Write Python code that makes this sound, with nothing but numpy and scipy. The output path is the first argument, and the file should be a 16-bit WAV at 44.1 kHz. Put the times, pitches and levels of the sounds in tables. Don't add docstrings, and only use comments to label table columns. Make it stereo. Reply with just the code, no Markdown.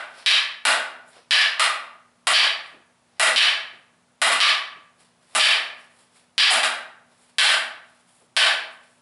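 import sys
import numpy as np
from scipy import signal
from scipy.fft import rfft, irfft
from scipy.io import wavfile
from scipy.ndimage import uniform_filter1d, minimum_filter1d

SR = 44100
rng = np.random.default_rng(int(sys.argv[2]) if len(sys.argv) > 2 else 0)


def voltage_ratio(decibels):
    exponent = np.asarray(decibels, float) / 20
    return 10 ** exponent


def transcribe(signal):
    frames = np.atleast_2d(signal).T
    limited = np.clip(frames, -1, 1)
    pcm = np.round(limited * 32767).astype(np.int16)
    wavfile.write(sys.argv[1], SR, pcm)


N = 397341


def evened(x):
    return x / np.sqrt(np.mean(x ** 2) + 1e-20)


def read(points, hz):
    f, value = np.transpose(points)
    return np.interp(np.log(hz + 1), np.log(f + 1), value)


def add(mix, s, sound):
    at = round(s * SR)
    sound = sound[:, max(-at, 0):]
    part = mix[:, max(at, 0):][:, :sound.shape[1]]
    part += sound[:, :part.shape[1]]


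def coloured(x, points):
    hz = np.fft.rfftfreq(x.shape[-1], 1 / SR)
    return irfft(rfft(x) * voltage_ratio(read(points, hz)), x.shape[-1])


def spread(pair, width):
    side = coloured(pair[1], width)
    return np.array([pair[0] + side, pair[0] - side])


def ring(modes):
    hz, db, t60 = np.transpose(modes)[:, :, None]
    signed = np.fft.fftfreq(16384, 1 / SR)
    f = abs(signed) + 1
    half_width = np.log(1000) / (2 * np.pi * t60)
    resonance = half_width / (half_width ** 2 + ((f ** 2 - hz ** 2) / (2 * f)) ** 2)
    power = voltage_ratio(2 * db) * SR / (2 * np.pi) * resonance
    log_gain = np.log(power.sum(0) + 1e-12) / 2
    lag = np.sign(signed) * (.45 * np.sqrt(f) - 2 * np.pi * .0001 * np.minimum(f, 12000))
    causal = np.conj(signal.hilbert(log_gain))
    return np.fft.ifft(np.exp(causal - 1j * lag)).real[:8192]


# (frequency [Hz], t60 [s])
STUDIO_DECAY = [(250, 0.86), (660, 0.67), (1500, 0.6), (3000, 0.47), (5000, 0.41), (8000, 0.36),
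                (11000, 0.36)]
# (frequency [Hz], side minus mid [dB])
ECHO_WIDTH = [(60, -21.5), (500, -10.5), (1200, -6), (3600, -6.5), (6500, -3.5), (11000, -12)]


def studio(walls, tail_db, build_s):
    t = np.arange(SR) / SR
    dense = np.clip(.04 + t / .15, 0, 1)
    taps = rng.standard_normal((2, SR)) * (rng.random((2, SR)) < dense) / np.sqrt(dense)
    hz, frames, z = signal.stft(taps, SR, nperseg=256)
    decay = voltage_ratio(-60 * frames / read(STUDIO_DECAY, hz)[:, None])
    tail = signal.istft(z * decay, SR, nperseg=256)[1][:, :SR]
    tail = spread(tail * (1 - np.exp(-t / build_s)), ECHO_WIDTH)
    answer = voltage_ratio(tail_db) * tail / np.linalg.norm(tail[0])
    answer[:, 0] += 1
    for s, db, side in walls:
        answer[:, round(s * SR)] += voltage_ratio(db) * np.array([1 + side, 1 - side]) * rng.choice([-1, 1])
    return answer


# (frequency [Hz], level [dB])
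HUM_TONES = [(178, -78.5), (243, -73)]
# (frequency [Hz], level [dB])
VENTILATION = [(20, -34), (120, 0), (300, -7), (600, -3.5), (1170, -5), (1600, -9), (6400, -17.5),
               (11000, -16)]
# (frequency [Hz], side minus mid [dB])
SOFT_WIDTH = [(60, -16.5), (200, -16), (500, -8), (1200, -5), (6500, -5), (11000, -10.5)]


def air():
    waver = evened(uniform_filter1d(rng.standard_normal((2, len(HUM_TONES), N)), 3000))
    hz, db = np.transpose(HUM_TONES)[:, :, None]
    phase = 2 * np.pi * np.cumsum(hz + 2 * waver[1], axis=1) / SR
    hum = voltage_ratio(db + 3 + 1.5 * waver[0]) * np.sin(phase)
    wash = spread(evened(coloured(rng.standard_normal((2, N)), VENTILATION)), SOFT_WIDTH)
    return voltage_ratio(-63) * wash + hum.sum(0)


# (peak time [s], hiss level [dB], swell [s], body against hiss [dB])
CLOTH_SWEEPS = [(.2, -49.5, 0.13, 3.5), (1.085, -51, 0.025, -21), (1.166, -57.5, 0.14, 4.5),
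                (2.676, -57, .12, -11), (3.18, -72.5, 0.14, 9), (5.006, -53, 0.034, -4),
                (5.23, -64, 0.033, 0), (5.3, -61, .15, -7), (5.345, -52.5, 0.09, -2),
                (5.81, -56.5, .12, -1), (6.009, -54, 0.15, -5.5), (6.168, -53, .07, -4),
                (7.12, -65.5, 0.042, 0.5), (7.235, -57, 0.19, -6.5), (7.29, -58, .1, -4),
                (7.9, -62.5, 0.13, -2), (7.998, -61, .2, -4), (8.094, -56.5, .06, -7),
                (8.155, -55.5, .1, -11.5), (8.212, -58.5, 0.14, -7), (8.73, -56.5, 0.056, -7),
                (8.84, -58.5, .05, -3.5), (8.92, -60, 0.13, -6.5), (8.99, -64.5, .1, -5.5)]


def sweeps(level_db, fade_db_per_s):
    s, swell_s = np.transpose(CLOTH_SWEEPS)[[0, 2], :, None]
    t = np.arange(0, N + 64, 64) / SR
    drop_db = np.maximum((s - t) * 19.5 / swell_s, (t - s) * fade_db_per_s)
    gain = np.sqrt(voltage_ratio(2 * (level_db[:, None] - drop_db)).sum(0))
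    return np.interp(np.arange(N) / SR, t, gain)


# (frequency [Hz], level [dB])
CLOTH_HISS = [(3000, -33), (5500, -26.5), (7000, -3.5), (9000, -1), (11000, 0)]
# (frequency [Hz], level [dB])
CLOTH_BODY = [(200, -18.5), (600, 0.5), (1500, -1), (3500, -3), (5500, -4.5), (7000, -26.5)]


def rustle():
    hiss_db, body_db = np.transpose(CLOTH_SWEEPS)[[1, 3]]
    clumps = voltage_ratio(1.1 * evened(uniform_filter1d(rng.standard_normal(N), 300)))
    hiss = evened(coloured(rng.standard_normal((2, N)), CLOTH_HISS))
    body = evened(coloured(rng.standard_normal((2, N)), CLOTH_BODY))
    cloth = hiss * sweeps(hiss_db, fade_db_per_s=168)
    cloth = cloth + body * sweeps(hiss_db + body_db, fade_db_per_s=128)
    return spread(cloth * clumps, SOFT_WIDTH)


# (time [s], level [dB], frequency [Hz], t60 [s])
MAT_STEPS = [
    (1.16, -47.5, 555, 0.088),
    (2.724, -51.5, 334, 0.15),
    (3.722, -53.5, 384, 0.11),
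    (4.751, -54, 262, 0.085),
    (7.109, -56, 614, 0.053),
    (8.205, -60.5, 474, 0.13),
]
# (delay [s], level against direct [dB], side share [1])
FAR_WALLS = [(.0022, -2, .1), (.005, -4, .3), (.0085, -4, -.3), (.014, -4, .2), (.021, -5, -.3),
             (.03, -5, .2)]


def steps():
    out, t = np.zeros((2, N)), np.arange(SR) / SR
    for s, db, hz, t60 in MAT_STEPS:
        pat = ring([(hz, db, t60 / 10), (2 * hz, db - 7, t60 / 10)])
        room = studio(FAR_WALLS, tail_db=35, build_s=.0204) * voltage_ratio(-30 * t / t60)
        add(out, s, signal.fftconvolve(pat[None], room, axes=1))
    return out


# (frequency [Hz], level [dB], t60 [s])
KNOCK_MODES = [(328, -22, 0.12), (400, -21.5, 0.024), (657, -2.5, 0.026), (846, -3.5, 0.018)]


def blow(modes, centre, knock_db, tick_db, sings_hz, sings_db):
    detune = 1 + .012 * rng.standard_normal((2, 16))
    centre_hz, fall_below, fall_above = centre

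    def away(hz):
        fall = max(fall_below * np.log2(centre_hz / hz), fall_above * np.log2(hz / centre_hz))
        return fall - .3 * knock_db * max(np.log2(2330 / hz), 0)

    clack = [(hz * d, db - away(hz), t60) for (hz, db, t60), d in zip(modes, detune[0])]
    knock = [(hz * d, db + knock_db, t60) for (hz, db, t60), d in zip(KNOCK_MODES, detune[1])]
    deep = (246, -6.5 + 3.5 * knock_db, .15)
    singing = (sings_hz, sings_db, .033)
    tick = (8100, tick_db, .0005)
    return ring(clack + knock + [deep, singing, tick])


def sticks(blows, modes, centre, sings_db, walls, tail_db, build_s):
    out = np.zeros((2, N))
    for s, db, *touch in blows:
        wood = blow(modes, centre, *touch, sings_db)
        heard = signal.fftconvolve(wood[None], studio(walls, tail_db, build_s), axes=1)
        add(out, s, voltage_ratio(db) * heard)
    return out


# (time [s], level [dB], knock of low modes [dB], tick [dB], mode that sings out [Hz])
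FAR_BLOWS = [(-.22, 11.5, -3.5, -2, 1520), (.652, 11, -2, -1.5, 1476), (1.596, 8.5, -7, -3.5, 1216),
             (2.270, 8.5, -2.5, -0.5, 1140), (3.197, 12.5, -2, 1.5, 1960), (4.217, 9.5, -1.5, 0, 1990),
             (4.318, 2, -15, -3, 1170), (5.350, 4, 0, 3, 1190), (6.506, 5.5, -0.5, 3.5, 787),
             (6.632, 3, -4, -3.5, 1570), (7.424, 3, -0.5, 4.5, 840), (7.513, 0, -5.5, -2, 1580)]
# (frequency [Hz], level [dB], t60 [s])
FAR_MODES = [(1180, 1.5, 0.017), (1420, 2, 0.0099), (1944, 0, 0.0088), (2410, -1, .012), (2800, 2.5, 0.013),
             (3240, 1.5, .011), (3680, 2, .011), (4100, 2.5, .011), (4800, 0.5, 0.0053), (5070, 1, 0.0067)]


def far_pair():
    return sticks(FAR_BLOWS, FAR_MODES, centre=(1900, 6, 8.8), sings_db=-.5,
                  walls=FAR_WALLS, tail_db=13, build_s=.004)


# (time [s], level [dB], knock of low modes [dB], tick [dB], mode that sings out [Hz])
NEAR_BLOWS = [
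    (.2615, 16.5, -22.5, -21, 3827),
    (1.309, 18.5, -17, -22, 1750),
    (2.336, 16.5, -13, -33, 4630),
    (3.361, 18, -17, -20, 3080),
    (4.403, 15.5, -15.5, -18.5, 1171),
    (5.397, 18.5, -12.5, -7.5, 2447),
    (6.380, 21.5, -20, -23, 4800),
    (7.384, 18.5, -15.5, -6, 1544),
    (8.366, 16.5, -7.5, -6, 1540),
]
# (frequency [Hz], level [dB], t60 [s])
NEAR_MODES = [(1170, 3, 0.014), (1707, 2.5, 0.02), (1940, -0.5, 0.0092), (2313, -0.5, 0.01),
              (2630, -2.5, .016), (3057, 3, 0.011), (3430, -1, 0.012), (3855, 1.5, 0.0093), (4270, 0, .01),
              (4773, 1.5, 0.0084), (5500, -1.5, 0.0076)]
# (delay [s], level against direct [dB], side share [1])
NEAR_WALLS = [(.0035, -3, .1), (.0055, -4, -.3), (.008, -7, .3), (.011, -3, .4), (.0135, -7, -.4),
              (.017, -6, .2), (.021, -7, -.3), (.026, -5, .3), (.029, -6, -.2)]


def near_pair():
    return sticks(NEAR_BLOWS, NEAR_MODES, centre=(2810, 6.2, 8.56), sings_db=-3.5,
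                  walls=NEAR_WALLS, tail_db=12.5, build_s=.009)


# (frequency [Hz], level [dB])
MICROPHONE = [(100, -48.5), (300, -20.5), (600, -11.5), (4500, -7), (5600, -9), (6400, -13.5), (7200, -8.5),
              (10000, -5)]


def scene():
    background = air() + rustle() + steps()
    return background + coloured(far_pair() + near_pair(), MICROPHONE)


def roll_off(x):
    return signal.sosfilt(signal.butter(12, 12360, fs=SR, output="sos"), x)


def record(dry):
    peak_db = 20 * np.log10(abs(dry).max(0) + 1e-9)
    ahead_db = -minimum_filter1d(-peak_db, size=71)
    fall = np.arange(N) * 900. / SR
    over_db = np.maximum(np.maximum.accumulate(ahead_db + fall) - fall + 7, 0)
    held = dry / voltage_ratio(.93 * uniform_filter1d(over_db, size=131))
    held = 1.5 * np.tanh(held / 1.5) + .025 * held ** 2
    held = spread([held.mean(0), (held[0] - held[1]) / 2], [(40, -17), (250, -1.5)])
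    edge = signal.firwin(301, 11060, window=("kaiser", 6), fs=SR)
    mix = signal.oaconvolve(held, edge[None], "same")
    return roll_off(mix)


dry = scene()
out = record(dry)
transcribe(out)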